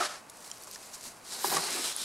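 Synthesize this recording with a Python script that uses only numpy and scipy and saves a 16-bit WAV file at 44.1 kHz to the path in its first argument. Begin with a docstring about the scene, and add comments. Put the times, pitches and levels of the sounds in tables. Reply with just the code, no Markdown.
"""Fingers work loose potting soil in a plastic planter, close by, over the faint air of a quiet garden.
A hollow knock and a scrape open the scene. Crumbs rustle and grit crackles in thousands of tiny slips,
while bark chips snap and a dry twig breaks. From about 1.3 s the hand draws back: the arm brushes along
stems and leaves with a hiss and a dull rub, hollow bumps ring briefly, and a fine tick comes near the end."""
import sys
import numpy as np
from scipy import signal
from scipy.fft import rfft, irfft
from scipy.io import wavfile
from scipy.ndimage import uniform_filter1d

SR = 44100
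rng = np.random.default_rng(int(sys.argv[2]) if len(sys.argv) > 2 else 0)


def log_audio(samples):
    """Write samples as a 16-bit WAV file to the path given in sys.argv[1]."""
    # one column per channel
    frames = np.atleast_2d(samples).T
    # limit to full scale, then quantise
    limited = np.clip(frames, -1, 1)
    pcm = np.round(limited * 32767).astype(np.int16)
    wavfile.write(sys.argv[1], SR, pcm)


N = 90096
T = np.arange(N) / SR

# fingers pressing through the soil: time_s, level_db
DIGGING_LEVEL = [(.2, -59), (.27, -62.5), (.33, -56), (.40, -54.5), (.45, -47), (.49, -49.5), (.51, -51.5),
                 (.59, -53.5), (.635, -50), (.657, -54.5), (.70, -50.5), (.74, -47.5), (.78, -51.5),
                 (.87, -49), (.915, -52.5), (.945, -47.5), (.97, -49.5), (1.0, -52.5), (1.04, -44.5),
                 (1.07, -42.5), (1.14, -56), (1.225, -59), (1.3, -52)]
# tone of the crumbs and of the loose grit: freq_hz, gain_db
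CRUMB_COLOUR = [(150, -7.5), (400, -3), (1500, -6), (2400, -5.5), (3400, -7), (4200, 0.5), (5200, -1),
                (8000, 0), (10000, -2), (12000, -7.5), (14000, -15.5), (16000, -24)]
GRIT_COLOUR = [(1000, -12), (3000, -6), (5000, 1), (8000, 1), (11500, -2), (15000, -17)]
# soft, dull pushes of hand and arm: centre_s, half_length_s, level_db, pitch_hz, width_hz
PATS = [(0.974, .012, -54.5, 1040, 120), (1.08, 0.0084, -52, 239, 100), (1.481, 0.006, -39.5, 386, 100),
        (1.551, 0.041, -47.5, 171, 60), (1.769, 0.04, -43.5, 311.5, 79.5)]
# envelope of the opening scrape: time_s, level_db
SCRAPE_LEVEL = [(0, -33), (.025, -32.5), (.05, -32), (.065, -35.5), (.085, -41.5), (.11, -40.5), (.15, -44),
                (.2, -54.5), (.24, -71), (.3, -90)]
# its tone: freq_hz, gain_db
SCRAPE_COLOUR = [(100, -34), (220, -8), (600, -2.5), (1250, 4.5), (2200, -1), (3300, -3), (5000, -.5),
                 (8000, -5.5), (11000, -9.5), (13000, -24), (16000, -32)]
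# its resonances: pitch_hz, gain_db, width_hz
SCRAPE_PEAKS = [(377, 3, 21), (607, 9, 23), (730, 5.5, 46), (1303, 5, 60), (1780, 3.5, 50)]
# bark chips and grit snapping: start_s, level_db, pitch_hz, decay_s
SNAPS = [(0.2973, -41.5, 6840, 0.0035), (.299, -43, 10350, 0.0038), (0.3713, -40, 8500, 0.0011),
         (.444, -44, 5200, .002), (.573, -39, 5600, .0014), (.5815, -43, 11100, .001),
         (.6238, -41, 11600, .002), (.636, -37.5, 7800, 0.0016), (0.636, -43, 11600, .002),
         (.644, -41, 8460, .0022), (.672, -38, 7260, .001), (.6745, -41, 1100, 0.0027),
         (.677, -40, 6500, .0018), (0.713, -33.5, 11500, .0011), (.7125, -38, 5400, .0014),
         (.728, -43, 5200, .0028), (.7355, -41, 7500, .003), (0.7458, -39, 7000, .0012),
         (.749, -35.5, 5600, .0022), (.7583, -34.5, 5500, .0017), (.759, -41, 1500, 0.0039),
         (.829, -42.5, 5200, .0008), (1.01, -37.5, 6550, 0.00093), (1.041, -38, 6500, .001),
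         (1.311, -41, 4240, 0.0013), (1.363, -36, 7050, .0006), (1.706, -26, 9600, 0.0011),
         (1.729, -32, 5970, .0012)]
# modes of the dry twig: pitch_hz, gain_db, decay_s
TWIG_MODES = [(3170, -9.5, 0.0026), (5730, -4.5, 0.002), (7130, -2, 0.0014), (9000, -12, .001)]
# a fine tick near the end: start_s, level_db, pitch_hz, decay_s
TICK = (1.9645, -13.5, 9900, .00045)
# arm sliding past the leaves: time_s, level_db
BRUSH_LEVEL = [(1.2, -92), (1.25, -49.5), (1.29, -46), (1.33, -36.5), (1.37, -40.5), (1.42, -40),
               (1.455, -32.5), (1.49, -36), (1.55, -30.5), (1.595, -37), (1.72, -35), (1.82, -34.5),
               (1.885, -33), (1.915, -37), (1.945, -44), (1.985, -38), (2.04, -37)]
# tone of the leaves: freq_hz, gain_db
BRUSH_COLOUR = [(100, -20.5), (300, -6), (800, -5.5), (1600, -4.5), (2600, -7), (3500, -4), (4050, 3.5),
                (4400, 0), (5200, 1.5), (6400, -2), (8200, 0.5), (10500, -3.5), (12500, -10), (16000, -27)]
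# rasps of a fingertip, single leaves and stems: centre_s, half_length_s, level_db, pitch_hz, width_hz
SWISHES = [(0.944, .009, -43, 6300, 4500), (1.475, 0.039, -39, 11800, 4500),
           (1.522, .014, -40, 12800, 5000), (1.568, 0.0016, -27, 3960, 3500),
           (1.569, 0.0026, -30.5, 1780, 500), (1.644, 0.028, -40, 4520, 900),
           (1.734, 0.11, -44, 2360, 1830), (1.868, 0.039, -42.5, 3300, 1100),
           (2.008, 0.044, -44.5, 3600, 915)]
# dull rubbing as the arm moves: time_s, level_db
RUB_LEVEL = [(1.3, -72), (1.37, -50.5), (1.435, -50.5), (1.455, -40), (1.48, -44), (1.505, -41.5),
             (1.522, -36), (1.55, -33), (1.6, -37), (1.65, -39), (1.69, -39), (1.72, -45), (1.775, -39.5),
             (1.81, -47.5), (1.88, -46.5), (1.93, -63)]
# its tone: freq_hz, gain_db
RUB_COLOUR = [(60, -32), (120, -26), (170, -7), (240, -7), (350, 0.5), (500, -2.5), (780, 0), (1200, 0),
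              (1750, -6), (2400, -8.5), (5000, -26), (15000, -40)]
# planter resonances under the rubbing: pitch_hz, gain_db, width_hz
RUB_PEAKS = [(372, 4, 30), (754, 4, 69), (1130, 2.5, 33), (1660, 4, 65)]
# hollow bumps: start_s, level_db, pitch_hz, decay_s, ring_gain_db, side_ratio
BUMPS = [(.002, -28.5, 706, 0.017, -7, .05), (.0065, -31, 375.7, 0.019, -16, 0.02),
         (.0088, -19.5, 1326, 0.0061, -11.5, 0), (.0223, -18, 1235, .0042, -16, 0),
         (1.4437, -13.5, 1010, 0.0025, -8.5, 0.48), (1.5159, -24, 756, .0044, -16, 0.4),
         (1.523, -23, 992, 0.002, -12, .5), (1.5358, -21.5, 795, 0.0062, -8.5, .6),
         (1.5438, -24, 1066, .0023, -7, 0.5), (1.5668, -21, 1148, 0.0082, -2.5, 0.25)]
# the hollow ring after each bump: pitch_hz, gain_db, t60_s
HOLLOW_MODES = [(380, -4, .056), (596, -16, 0.064), (803, -2, .058), (1138, -12, 0.039), (1650, -10, 0.037),
                (1850, -15, .036), (3320, -16, 0.031), (4720, -19, 0.036)]
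# echoes from the planter wall and the post: delay_s, gain_ratio
ECHOES = [(.0013, 0.045), (.0047, 0.15), (.0083, 0.19)]
# tone of the outdoor air: freq_hz, gain_db
GARDEN_COLOUR = [(25, -15), (60, -11), (110, -6), (230, -3.5), (330, -4), (440, -4.5), (620, -1),
                 (1050, -1.5), (1600, -6.5), (2600, -11.5), (3700, -19), (9800, -25), (15000, -31)]
# stereo width, side against mid (crumbs and leaves share the first): freq_hz, side_db
RUSTLE_WIDTH = [(100, -17), (700, -9.5), (2400, -26), (4200, -52), (6800, -44), (8800, -21), (11000, -14),
                (15000, -26)]
SCRAPE_WIDTH = [(1200, -20), (4400, -63), (12000, -19)]
RUB_WIDTH = [(170, -12), (380, -3.5), (750, -3), (1400, -11), (3000, -15)]
GARDEN_WIDTH = [(150, -15.5), (400, -9.5), (1300, -6.5), (3000, -21), (6000, -27), (11000, -20)]


def digging():
    """Crumbs slip past each other under the fingers in a dense rustle, with sparser grit crackling in it."""
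    crumbs = friction(CRUMB_COLOUR, RUSTLE_WIDTH, per_s=14000, spread_db=2.5, rough_db=1.0)
    grit = rms_one(colour(grains(per_s=260, spread_db=3), GRIT_COLOUR))
    return level(DIGGING_LEVEL) * rms_one(crumbs + from_db(-8) * grit)


def pats():
    """Hand and arm push softly: dull, narrow swells of noise."""
    return sum(swell(*row) for row in PATS)


def scrape():
    """The opening scrape: dense slips with a few resonances standing out."""
    slips = friction(SCRAPE_COLOUR, SCRAPE_WIDTH, per_s=12000, spread_db=1.5, rough_db=1.0)
    return level(SCRAPE_LEVEL) * peaked(slips, SCRAPE_PEAKS)


def bark_snaps():
    """Each chip gives a broad crack and rings briefly around its own pitch."""
    ring_q, ring_top_hz = 4.4, 12800
    crack_db, crack_decay_s = -5.5, 0.00083
    out, size = np.zeros(N), 2048
    t = T[:size]
    for start_s, db, hz, decay_s in SNAPS:
        noise = rng.standard_normal(size)
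        ring = even(resonate(noise, hz, hz / ring_q)) * np.exp(-t / decay_s)
        ring = band(ring, hz * 0.43, min(hz * 1.5, ring_top_hz), order=3)
        crack = band(from_db(crack_db) * noise[::-1] * np.exp(-t / crack_decay_s), 3000, 12500)
        start = int(start_s * SR)
        out[start:start + size] += from_db(db) * (ring + crack)[:N - start]
    return out


def twig():
    """A dry twig breaks: its bright modes start together and die within milliseconds."""
    start_s, break_db = .5147, -25
    modes = sum(ping(start_s, break_db + db, hz, decay_s) for hz, db, decay_s in TWIG_MODES)
    return band(modes, 2930, 11000, order=3)


def tick():
    """One fine, high tick."""
    return band(ping(*TICK), 8400, 11400, order=3)


def leaf_brush():
    """Skin slides over leaves and stems: a hiss with crinkles in it."""
    hiss = friction(BRUSH_COLOUR, RUSTLE_WIDTH, per_s=22000, spread_db=2.5, rough_db=0.8)
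    return level(BRUSH_LEVEL) * rms_one(hiss + from_db(-6.5) * crinkle())


def crinkle(decay_s=0.0016):
    """Leaves catch and let go at random, each time with a tiny burst of noise; rms 1."""
    catches = np.abs(grains(per_s=90, spread_db=1.5))
    bursts = signal.lfilter([1], [1, -np.exp(-1 / (decay_s * SR))], catches + 1e-18)
    return rms_one(colour(bursts * rng.standard_normal(N), BRUSH_COLOUR))


def swishes():
    """A fingertip, single leaves and stems slide by, each in its own band of noise."""
    return sum(swell(*row) for row in SWISHES)


def arm_rub():
    """The moving arm rubs, dull and uneven, and the planter resonates under it."""
    slips = friction(RUB_COLOUR, RUB_WIDTH, per_s=2500, spread_db=2.0, rough_db=1.9)
    return level(RUB_LEVEL) * peaked(slips, RUB_PEAKS)


def bumps():
    """Knocks against the planter and stems, some wider in stereo than others."""
    return sum(spread(bump(*row), side_ratio) for *row, side_ratio in BUMPS)


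def bump(start_s, db, hz, decay_s, ring_db):
    """A short knock that sags a little in pitch and leaves the hollow modes ringing."""
    attack_s, sag_ratio = 0.0018, 0.067
    t = np.maximum(T - start_s, 0)
    sag = 1 - sag_ratio * np.tanh(t / decay_s / 10)
    knock = np.exp(-t / decay_s) * np.sin(2 * np.pi * hz * t * sag)
    ring = np.zeros(N)
    for k, (mode_hz, mode_db, t60_s) in enumerate(HOLLOW_MODES):
        polarity = (-1) ** (k + 1)
        ring += polarity * from_db(ring_db + mode_db - 60 * t / t60_s) * np.sin(2 * np.pi * mode_hz * t)
    attack = np.minimum(t / attack_s, 1)
    return band(from_db(db) * (knock + ring) * attack, 230, 7400, order=3)


def close_echoes(x):
    """Nearby surfaces add faint, delayed copies to a stereo sound."""
    return x + sum(gain * np.array([np.interp(T - delay_s, T, channel, left=0) for channel in x])
                   for delay_s, gain in ECHOES)


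def garden_air(level_db=-54.5):
    """A faint, steady bed of outdoor air."""
    mid, side = (rms_one(colour(rng.standard_normal(N), GARDEN_COLOUR)) for _ in range(2))
    return from_db(level_db) * stereo(mid, colour(side, GARDEN_WIDTH))


def friction(tone, width, per_s, spread_db, rough_db):
    """Dense slips, roughened by uneven pressure and coloured by the material."""
    mid, side = (rms_one(colour(grains(per_s, spread_db), tone)) for _ in range(2))
    pressure = rms_one(from_db(rough_db * drift(rate_hz=123)))
    return stereo(mid, colour(side, width)) * pressure


def grains(per_s, spread_db):
    """Tiny random slips: many small, a few large."""
    sizes = from_db(spread_db * np.minimum(rng.exponential(1, N), 5))
    polarity = rng.choice([-1, 1], N)
    return sizes * polarity * (rng.random(N) < per_s / SR)


def swell(centre_s, half_length_s, db, hz, width_hz):
    """A band of rubbing noise that rises and falls."""
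    noise = resonate(resonate(rng.standard_normal(N), hz, width_hz), hz, width_hz)
    return from_db(db) * rms_one(noise) * np.exp(-.5 * ((T - centre_s) / half_length_s) ** 2)


def ping(start_s, db, hz, decay_s):
    """One mode with a sudden start and an exponential tail."""
    t = np.maximum(T - start_s, 0)
    return from_db(db) * np.exp(-t / decay_s) * np.sin(2 * np.pi * hz * t)


def drift(rate_hz):
    """Smooth random wander; rms 1."""
    size = max(int(SR / rate_hz), 2)
    smoothed = uniform_filter1d(rng.standard_normal(N), size, mode="wrap")
    return rms_one(uniform_filter1d(smoothed, size, mode="wrap"))


def even(x):
    """Keep the pitch wander of narrow noise and flatten its envelope."""
    return np.sqrt(2) * np.cos(np.angle(signal.hilbert(x)))


def peaked(x, peaks):
    """Raise narrow resonances out of a noise; rms 1."""
    return rms_one(x + sum((from_db(db) - 1) * resonate(x, hz, width_hz) for hz, db, width_hz in peaks))


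def resonate(x, hz, width_hz):
    """One resonance with unity gain at its peak."""
    return signal.lfilter(*signal.iirpeak(hz, hz / width_hz, fs=SR), x + 1e-18)


def band(x, low_hz, high_hz, order=2):
    """Band-pass between two edges."""
    sections = signal.butter(order, [low_hz, high_hz], "band", fs=SR, output="sos")
    return signal.sosfilt(sections, x + 1e-18)


def colour(x, curve):
    """EQ by a curve of (freq_hz, gain_db) points."""
    hz, db = np.transpose(curve)
    bin_hz = np.maximum(np.arange(N // 2 + 1) * SR / N, 1)
    gain = from_db(np.interp(np.log(bin_hz), np.log(hz), db))
    return irfft(rfft(x) * gain, N)


def level(curve):
    """Gain envelope from (time_s, level_db) points, holding its first and last values."""
    time_s, db = np.transpose(curve)
    return from_db(np.interp(T, time_s, db))


def spread(x, side_ratio):
    """Widen a mono sound with a side signal a quarter cycle out of phase."""
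    return stereo(x, side_ratio * signal.hilbert(x).imag)


def stereo(mid, side):
    """Left and right from mid and side."""
    return np.array([mid + side, mid - side])


def from_db(db):
    """Decibels to gain."""
    return 10 ** (np.asarray(db) / 20)


def rms_one(x):
    """Scale to rms 1."""
    return x / np.sqrt(np.mean(x ** 2) + 1e-20)


def scene():
    """Soil and arm with their close echoes, then snaps and bumps, all over the garden air."""
    soil = scrape() + digging() + pats()
    arm = leaf_brush() + arm_rub() + swishes()
    snaps = spread(bark_snaps() + twig() + tick(), side_ratio=0.045)
    return close_echoes(soil + arm) + snaps + bumps() + garden_air()


def record(dry):
    """A steep low-pass takes off the very top."""
    cutoff_hz = 15750
    return signal.sosfilt(signal.ellip(12, .1, 80, cutoff_hz, fs=SR, output="sos"), dry)


dry = scene()
out = record(dry)
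log_audio(out)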